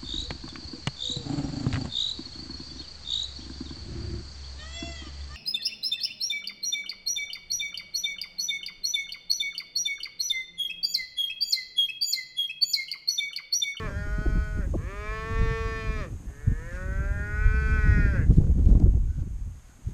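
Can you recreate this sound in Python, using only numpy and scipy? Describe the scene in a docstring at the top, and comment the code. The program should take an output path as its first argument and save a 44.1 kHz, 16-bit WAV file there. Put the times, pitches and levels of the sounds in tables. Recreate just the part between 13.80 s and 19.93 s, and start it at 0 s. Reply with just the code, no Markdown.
"""Two cows low in turn on open grassland, heard from horseback at some distance.
Each moo is a train of vocal-fold pulses through a long throat, turning hoarse as it sinks at the end.
Echoes follow the moos, and a far-off call is left as noise in one narrow band.
Shaped noise makes the gusty wind on the microphone, and gliding tones make its eddies.
Tiny clicks make the dry grass rustle, short noise bursts make it tick, and steady noise makes a faint hiss."""
import sys
import numpy as np
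from scipy import signal
from scipy.fft import rfft, irfft
from scipy.io import wavfile

SR = 44100
rng = np.random.default_rng(int(sys.argv[2]) if len(sys.argv) > 2 else 0)


def linear_from_db(decibels):
    """Turn decibels (scalar or array-like) into linear amplitude factors; 0 gives 1."""
    return 10 ** (np.asarray(decibels, float) / 20)


def output_pcm(signal):
    """Save a mono or channel-first signal as 16-bit PCM at the path in sys.argv[1].

    Samples are clipped to [-1, 1] before scaling.
    """
    pcm = np.clip(np.atleast_2d(signal).T, -1, 1) * 32767
    wavfile.write(sys.argv[1], SR, np.round(pcm).astype(np.int16))


N = 270344   # length in samples

# Hiss of air and microphone. Each row: frequency in Hz, relative strength in dB per Hz.
HISS_SPECTRUM = [(150, -24.5), (400, -11), (800, -7.5), (1500, -11), (2500, -14.5), (4200, -22),
                 (5800, -21), (6500, -5.5), (7000, -13.5), (9300, -18.5), (10300, -26), (12000, -22),
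                 (13500, -26.5), (14500, -52)]
# Loudness of the hiss. Each row: time in seconds, level in dB.
HISS_LEVEL = [(0.0, -59), (4.13, -59), (5.34, -63), (6.13, -61)]
# A faint call far off. Each row: start in seconds, length in seconds, level in dB, centre in Hz, width in Hz.
DISTANT_CALLS = [(5.25, .22, -66, 1490, 130), (5.84, .16, -70, 1450, 180)]
# Hooves swish through the grass. Each row: time in seconds, peak level in dB.
SWISHES = [(0, -66), (1.0, -66.5), (2.95, -59.5), (3.25, -71), (3.9, -62), (4.051, -64), (4.55, -62),
           (4.9, -61), (5.35, -68), (5.9, -71), (6.1, -69)]
# Dry stems snap. Each row: start in seconds, strength before filtering in dB.
SNAPS = [(3.92, -47), (4.03, -46), (4.572, -50), (4.79, -48), (4.96, -47), (5.0, -39), (5.35, -50)]
# Wind between gusts. Each row: time in seconds, level in dB, sharpness in dB per octave above 70 Hz.
STEADY_WIND = [(0.0, -32, 4.5), (0.6, -26.5, -3), (0.94, -28, 3.5), (1.16, -36, 0.5), (1.41, -35.5, 2),
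               (2.12, -32.5, 4), (2.62, -46.5, 3.5), (2.88, -36, 0.1), (3.2, -25.5, 3), (3.3, -31, 1),
               (3.8, -23, .6), (4.42, -22, 1), (4.74, -28, 1.5), (5.0, -20.5, 5), (5.27, -23, -8),
               (5.34, -30.5, -4), (5.7, -32.5, -5.5), (5.8, -55.5, 8), (6.13, -45, 3.5)]
# Tone of the wind. Each row: frequency in Hz, relative strength in dB per Hz.
WIND_SPECTRUM = [(12, -14.5), (25, 1.5), (45, 4), (85, -2), (125, -9.5), (190, -15), (300, -25), (450, -35),
                 (700, -48), (1000, -59), (1500, -60.5)]
# Gusts hit suddenly and die away. Each row: time in seconds, peak level in dB, fading in dB per second,
# sharpness in dB per octave above 70 Hz.
WIND_GUSTS = [(.22, -27, 87, -5.5), (0.489, -16.5, 306, -1), (0.558, -17.5, 193.5, .6),
              (1.528, -25.5, 90.5, 2), (1.62, -14.5, 115, -2), (1.81, -24, 226.5, -4),
              (2.13, -29.5, 33, 0.7), (2.682, -20, 178, -1.1), (3.17, -28, 81, -1),
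              (3.668, -14.5, 120.5, -5.5), (4.101, -15, 228, -2.9), (4.18, -17, 162, 1),
              (4.51, -9.5, 300.5, 2.7), (4.579, -13, 81.5, 1.5), (4.78, -14, 60, 0.24),
              (4.88, -21.5, 60.5, 4), (5.04, -16, 72.5, 0.3), (5.38, -27, 53.5, -0.2),
              (6.078, -25.5, 228.5, -1)]
# Single eddies flutter across the microphone. Each row: start in seconds, peak level in dB, first pitch in Hz.
EDDY_FLUTTERS = [(0.377, -20.5, 192), (0.403, -33, 313), (0.451, -22.5, 379), (0.547, -27, 290),
                 (.78, -23.5, 238), (0.93, -28.5, 643), (0.942, -21.5, 434), (0.952, -23.5, 227),
                 (2.667, -9, 122), (2.709, -16.5, 172), (4.488, -7.5, 81.6), (4.572, -7, 168),
                 (4.808, -35, 300), (4.881, -19, 199), (4.925, -26, 254), (4.961, -34, 386),
                 (5.031, -6, 93), (5.143, -13, 98), (5.163, -36, 407), (5.263, -39, 298),
                 (5.461, -31.5, 226), (5.665, -42, 259), (6.063, -22.5, 91), (6.078, -31, 256)]
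# Echoes off the ground and slopes. Each row: delay in seconds, level in dB.
GROUND_ECHOES = [(.011, -19), (.027, -20.5), (0.051, -19)]
# Throat resonances of each cow. Each row: centre in Hz, width in Hz, relative level in dB,
# all as they are before the moo shifts, widens and recolours them.
NEAR_COW_THROAT = [(476, 97, -0.5), (595, 106, -5.5), (920, 106, -11), (1088, 81, 0), (1243, 226, -3.5),
                   (1535, 130, -10.5), (1738, 132, 0.5), (2045, 250, -12), (2328, 157, -2.5),
                   (2660, 16, -32), (3014, 40, -15), (3595, 290, -19.5), (4090, 150, -16.5),
                   (4745, 130, -16.5), (5050, 540, -25), (5720, 140, -23)]
FAR_COW_THROAT = [(467, 240, -7), (544.5, 105, -1), (820, 57, -19), (1110, 58, -11), (1258, 51, -7.5),
                  (1477, 110.6, 3.5), (1606, 87.5, -1), (1833, 77, -1.5), (2100, 140, -15.5),
                  (2337, 114, -12), (2569, 87, -21), (3170, 110, -24.5), (4030, 130, -33), (4474, 107, -27),
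                  (5074, 310, -30), (5675, 150, -31)]
# Four moos, near and far cow in turn, one list for each moo.
# Each row: time in seconds, pitch in Hz, level in dB, mouth opening in dB per octave.
MOO_PATHS = [
    [(0.0, 224.5, -40, -2.5), (0.06, 212.7, -37.5, -2.5), (0.14, 152.5, -58, -15)],
    [(0.07, 197, -45.5, -9), (0.2, 204, -42.5, 0), (0.436, 211.5, -40.5, -6), (0.624, 211.6, -42, 1.5),
     (0.734, 210.8, -46, 0), (0.79, 207.8, -45.5, 4), (0.84, 185.3, -46.5, -4), (0.88, 168, -59, 10)],
    [(0.96, 138.4, -56, -10), (1.05, 175.3, -50.5, 1), (1.102, 195.1, -43.5, -0.5),
     (1.158, 204.1, -43.5, -5), (1.332, 217.5, -37.5, -1.5), (1.5, 223.9, -37.5, -1.5),
     (1.708, 225.1, -35, -1.3), (1.95, 222.9, -38, 2.5), (2.148, 217.6, -40.5, 3.5), (2.2, 209.9, -41, -1),
     (2.23, 191.2, -41.5, 2), (2.256, 168, -46.5, -4), (2.31, 133.7, -75, -2)],
    [(2.44, 130.3, -70, -2.2), (2.57, 142.3, -55.5, -9), (2.634, 147.2, -54.5, -11),
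     (2.714, 150.5, -52, -12), (2.92, 176.2, -45, -13), (2.958, 182.1, -44.5, 0), (3.034, 186.2, -41, -4.5),
     (3.33, 201.5, -41.5, -6.5), (3.66, 214.6, -35, 8.5), (3.79, 216.5, -35, 5), (3.95, 215.9, -33, 4.5),
     (4.11, 210.3, -32.5, 4.5), (4.25, 203.6, -34, 13.5), (4.32, 195.7, -38.5, -3), (4.36, 182.2, -36, 0),
     (4.42, 152.9, -42.5, 0), (4.47, 135, -59, 3)],
]
# How each moo is voiced. Each row: chest level in dB, chest gain in dB per second,
# upper level in dB, upper gain in dB per second.
MOO_COLOURS = [(6, -7, -5.5, -2), (3.5, 3.5, 8.5, -2), (4, 1.1, -6.5, 6.5), (2.5, -2, -11, 8)]
# Neck and jaw move the resonances, one list for each moo.
# Each row: time in seconds, shift of the mouth resonances in %, shift of the chest resonances in %.
THROAT_SHIFTS = [
    [(0, 0, -2), (.14, -3, -4)],
    [(.07, 2.5, 7), (.3, -1.5, 7.5), (.45, -0.5, 3.5), (.7, -1, 5.5), (.8, -3, 1.5), (.88, 6, 0)],
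    [(.96, -3, -20), (1.15, 0, -3.5), (1.4, 1.8, 1.5), (1.7, 1.4, -1.7), (2.1, 2.5, 2), (2.31, 0.5, -5.5)],
    [(2.44, 17, -16), (2.72, 17.5, -13), (2.9, 19.5, 1), (2.98, 0.9, -1.2), (3.35, 0.9, 5.5),
     (3.7, 1.3, -9), (4.1, 1.9, -4), (4.3, -0.6, 3), (4.47, 10.5, 1)],
]

STEP = 64   # samples between the points where slow changes are worked out
STIR_DB, SWISH_DB_PER_S = -74.5, 73   # steady stir of the grass; how fast a swish swells and fades
GUST_RISE_DB_PER_S = 451
EDDY_S, EDDY_SAG = 0.0228, 0.56   # length in seconds, and last pitch over first
CHEST_TOP_HZ, UPPER_FROM_HZ = 750, 2700   # chest resonances lie below, upper ones above, mouth ones between
FULL_PITCH_HZ = 220   # slack folds sound below this pitch
CHEST_DB_PER_OCTAVE, UPPER_DB_PER_OCTAVE = 11, -18.5   # slack folds sound chestier and duller
SLACK_WIDENS = 0.78   # resonances broaden by this share per octave below full pitch
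CLEAR, HOARSE_START, HOARSE_END = .035, .13, .6   # roughness of the held note; extra at its start and end
SETTLE_S, BREAK_S = .25, .04   # seconds for the start to settle and for the end to break
SHIMMER_DB = .42   # waver of the first partial; higher ones waver more


def rms_one(x):
    """Scales a sound to an average (rms) strength of 1."""
    return x / np.sqrt(np.mean(x ** 2) + 1e-20)


def in_time(rows, t):
    """Reads each column of a table at the times t, with straight lines between its rows."""
    s, *columns = np.transpose(rows)
    return [np.interp(t, s, c) for c in columns]


def at_hz(points, hz):
    """Reads a spectrum on a logarithmic frequency scale."""
    points = np.array(points)
    return np.interp(np.log(hz), np.log(points[:, 0]), points[:, 1])


def drift(rate, size):
    """Slow chance of spread 1: noise at every 16th sample, twice through a one-pole low-pass at rate Hz."""
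    r = np.exp(-32 * np.pi * rate / SR)
    noise = rng.standard_normal(size // 16 + 3002)
    slow = signal.lfilter([1], [1, -2 * r, r * r], noise)[3000:]   # skip the filter's start-up
    return np.interp(np.arange(size) / 16, np.arange(len(slow)), rms_one(slow - slow.mean()))


def band(x, low_hz, high_hz):
    """Keeps mainly the sound between two frequencies."""
    return signal.sosfilt(signal.butter(2, [low_hz, high_hz], "band", fs=SR, output="sos"), x)


def bursts(times, peaks_db, rise_db, fall_db, weights=1):
    """Power of bursts that rise and fall at steady dB per second."""
    points = np.arange(0, N + STEP, STEP)
    late = points / SR - np.array(times)[:, None]
    fall_db = np.reshape(fall_db, (-1, 1))
    shape_db = np.array(peaks_db)[:, None] + np.where(late < 0, rise_db * late, -fall_db * late)
    power = np.sum(np.reshape(weights, (-1, 1)) * linear_from_db(2 * shape_db), axis=0)
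    return np.interp(np.arange(N), points, power)


def hiss():
    """Air and microphone hiss: noise of a steady spectrum with a slowly changing level."""
    hz = np.arange(1, N // 2 + 2) * SR / N
    spectrum = rfft(rng.standard_normal(N)) * linear_from_db(at_hz(HISS_SPECTRUM, hz))
    level_db = in_time(HISS_LEVEL, np.arange(N) / SR)[0]
    return linear_from_db(level_db) * rms_one(irfft(spectrum, N))


def distant_call():
    """Distance leaves only the strongest resonance, as breathy noise."""
    out = np.zeros(N)
    for s, length, level_db, hz, width_hz in DISTANT_CALLS:
        at, size = round(s * SR), round(length * SR)
        breathy = rms_one(band(rng.standard_normal(N), hz - width_hz / 2, hz + width_hz / 2))
        out[at:at + size] += linear_from_db(level_db) * np.sqrt(np.hanning(size)) * breathy[at:at + size]
    return out


def grass():
    """Dense tiny cracks under the hooves, and a few single snaps of dry stems."""
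    sizes = linear_from_db(3.6 * np.minimum(rng.exponential(1, N), 5)) * rng.choice([-1, 1], N)
    cracks_per_s = 2500 * linear_from_db(3.0 * drift(12, size=N))
    cracks = sizes * (rng.random(N) < cracks_per_s / SR)
    rustle = rms_one(band(band(cracks, 1000, 9000), 600, 9100))
    power = linear_from_db(2 * STIR_DB) + bursts(*np.transpose(SWISHES), SWISH_DB_PER_S, SWISH_DB_PER_S)
    snaps = np.zeros(N)
    for s, strength_db in SNAPS:
        at = round(s * SR)
        decay = np.exp(-np.arange(400) / (0.0011 * SR))
        snaps[at:at + 400] += linear_from_db(strength_db) * rng.standard_normal(400) * decay
    return np.sqrt(power) * rustle + band(band(snaps, 1200, 8000), 800, 9000)


def wind(lump_db=1.5, lump_db_per_octave=1.86, own_db=3.0):
    """Pressure lumps: all bands swell together, the higher ones in sharper bursts."""
    level_db, sharp_db = in_time(STEADY_WIND, np.arange(N) / SR)
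    s, peak_db, fading_db, gust_sharp_db = np.transpose(WIND_GUSTS)
    steady_power = linear_from_db(2 * level_db)
    power = steady_power + bursts(s, peak_db, GUST_RISE_DB_PER_S, fading_db)
    gust_sharpness = bursts(s, peak_db, GUST_RISE_DB_PER_S, fading_db, gust_sharp_db)
    sharp_db = (sharp_db * steady_power + gust_sharpness) / power   # mean by power
    lumps, spikes = drift(7.7, size=N), drift(41, size=N)
    edges, out = 12 * 2 ** np.arange(0, 7.1, .5), 0   # half-octave bands
    white = rng.standard_normal((2, N + SR // 2))   # neighbouring bands take different noise
    for k, (low, high) in enumerate(zip(edges, edges[1:])):
        hz = np.sqrt(low * high)
        octaves = max(np.log2(hz / 70), 0)
        swell_db = lump_db * lumps + lump_db_per_octave * octaves * spikes + own_db * drift(20.4, size=N)
        layer = band(band(white[k % 2], low, high), low / 2, high * 2)[-N:]
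        layer = layer * linear_from_db(at_hz(WIND_SPECTRUM, hz))
        out = out + layer * rms_one(linear_from_db(swell_db)) * linear_from_db(sharp_db * octaves)
    return np.sqrt(power) * rms_one(out)


def eddies():
    """Each eddy is a short flutter of pressure that glides down in pitch, swells and breaks off."""
    out = np.zeros(N)
    for s, peak_db, first_hz in EDDY_FLUTTERS:
        share = np.linspace(0, 1, round(EDDY_S * SR))
        pitch_hz = first_hz * EDDY_SAG ** share * np.exp(0.19 * drift(49.5, size=len(share)))
        phase = 2 * np.pi * np.cumsum(pitch_hz) / SR
        flutter = np.sin(phase) + 0.21 * np.sin(2 * phase + 1.02)   # the overtone makes steep fronts
        swell = np.sin(np.pi * share ** 1.32) ** 2
        at = round(s * SR)
        out[at:at + len(share)] += linear_from_db(peak_db) * swell * flutter
    return out


def open_range(x):
    """Adds a few dull echoes from the ground and slopes."""
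    dull, out = band(x, 130, 5700), x.copy()
    for delay, level_db in GROUND_ECHOES:
        lag = round(delay * SR)
        out[lag:] += linear_from_db(level_db) * dull[:-lag]
    return out


def throat(modes, hz, chest_db, upper_db, open_db, mouth_shift, chest_shift, widen=1):
    """Complex response of the throat: parallel resonances with alternating signs."""
    out = 0
    for k, (centre_hz, width_hz, level_db) in enumerate(modes):
        chest, upper = centre_hz < CHEST_TOP_HZ, centre_hz > UPPER_FROM_HZ
        level_db = level_db + chest_db * chest + upper_db * upper
        if CHEST_TOP_HZ < centre_hz < UPPER_FROM_HZ:
            level_db = level_db + open_db * np.log2(centre_hz / 1500)
        centre_hz = centre_hz * (1 + (chest_shift if chest else mouth_shift) / 100)
        detuning = (hz ** 2 - centre_hz ** 2) / (hz * width_hz * widen)
        out = out + (-1) ** k * linear_from_db(level_db) / (1 + 1j * detuning) ** 1.406
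    return out


def moo(rows, colour, shifts, modes, jitter=0.039, breath_db=-8):
    """Harmonics of the fold pulses take the throat's response; rough folds jitter and let breath through."""
    start, stop = round(rows[0][0] * SR), round(rows[-1][0] * SR)
    at = np.arange(start, stop)
    coarse = at[::STEP]
    age = (at - start) / SR
    pitch_hz, level_db, open_db = in_time(rows, at / SR)
    slack = np.log2(FULL_PITCH_HZ / pitch_hz[::STEP])   # octaves below full pitch
    chest_db = colour[0] + colour[1] * age[::STEP] + CHEST_DB_PER_OCTAVE * slack
    upper_db = colour[2] + colour[3] * age[::STEP] + UPPER_DB_PER_OCTAVE * slack

    # a moo already under way at time zero has no hoarse start
    rough = CLEAR + HOARSE_START * (start > 0) * np.exp(-age / SETTLE_S)
    rough = rough + HOARSE_END * np.exp((age - age[-1]) / BREAK_S)
    shaky_hz = pitch_hz * (1 + jitter * rough * drift(30, size=len(at)))
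    phase = 2 * np.pi * np.cumsum(shaky_hz) / SR

    order = np.arange(1, 36)[:, None]
    hz = (order * pitch_hz)[:, ::STEP]
    widen = 1 + SLACK_WIDENS * np.maximum(slack, 0)
    tops = throat(modes, hz, chest_db, upper_db, open_db[::STEP], *in_time(shifts, coarse / SR), widen)
    middle = (hz > 1000) & (hz < 2600)
    # the level column holds for the harmonics in this middle range
    tops = tops / np.sqrt(np.sum(np.abs(tops * middle) ** 2, axis=0) / 2)
    voice = np.zeros(len(at))
    for k, top in zip(order[:, 0], tops):
        top = np.interp(at, coarse, top.real) + 1j * np.interp(at, coarse, top.imag)
        shimmer = linear_from_db(SHIMMER_DB * np.sqrt(k) * drift(7.8, size=len(at)))   # moving air makes partials waver
        voice += shimmer * (top * np.exp(1j * k * phase)).real

    puffs = rng.standard_normal(len(at)) * (1 + np.cos(phase)) ** 2   # breath leaks once a cycle
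    bins_hz = np.arange(1, len(at) // 2 + 2) * SR / len(at)
    breath = rms_one(irfft(rfft(puffs) * throat(modes, bins_hz, 0, 0, 0, 0, 0), len(at)))

    # 20 ms fades, but no fade-in at time zero
    fade_in = at - start + 1e3 * (start == 0)
    fade = np.minimum(1, np.minimum(fade_in, stop - at) / (0.02 * SR))
    mixed = np.sqrt(1 - rough ** 2) * voice + linear_from_db(breath_db) * rough * 2 * breath
    out = np.zeros(N)
    out[at] = fade * linear_from_db(level_db) * mixed
    return out


def cows():
    """The near and the far cow low in turn, each through its own throat."""
    throats = [NEAR_COW_THROAT, FAR_COW_THROAT] * 2
    return sum(moo(*call) for call in zip(MOO_PATHS, MOO_COLOURS, THROAT_SHIFTS, throats))


def scene():
    """Sums all layers into one channel; only the two cows get echoes."""
    background = hiss() + distant_call() + grass() + wind() + eddies()
    return (background + open_range(cows()))[None]


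def low_pass(x):
    """Removes everything above the highest recorded frequency."""
    return signal.sosfilt(signal.butter(12, 14480, fs=SR, output="sos"), x)


def record(dry):
    """Rounds off the loudest peaks, as in the strongest gusts."""
    mix = 0.87 * np.tanh(dry / 0.91)
    return low_pass(mix)


dry = scene()
out = record(dry)
output_pcm(out)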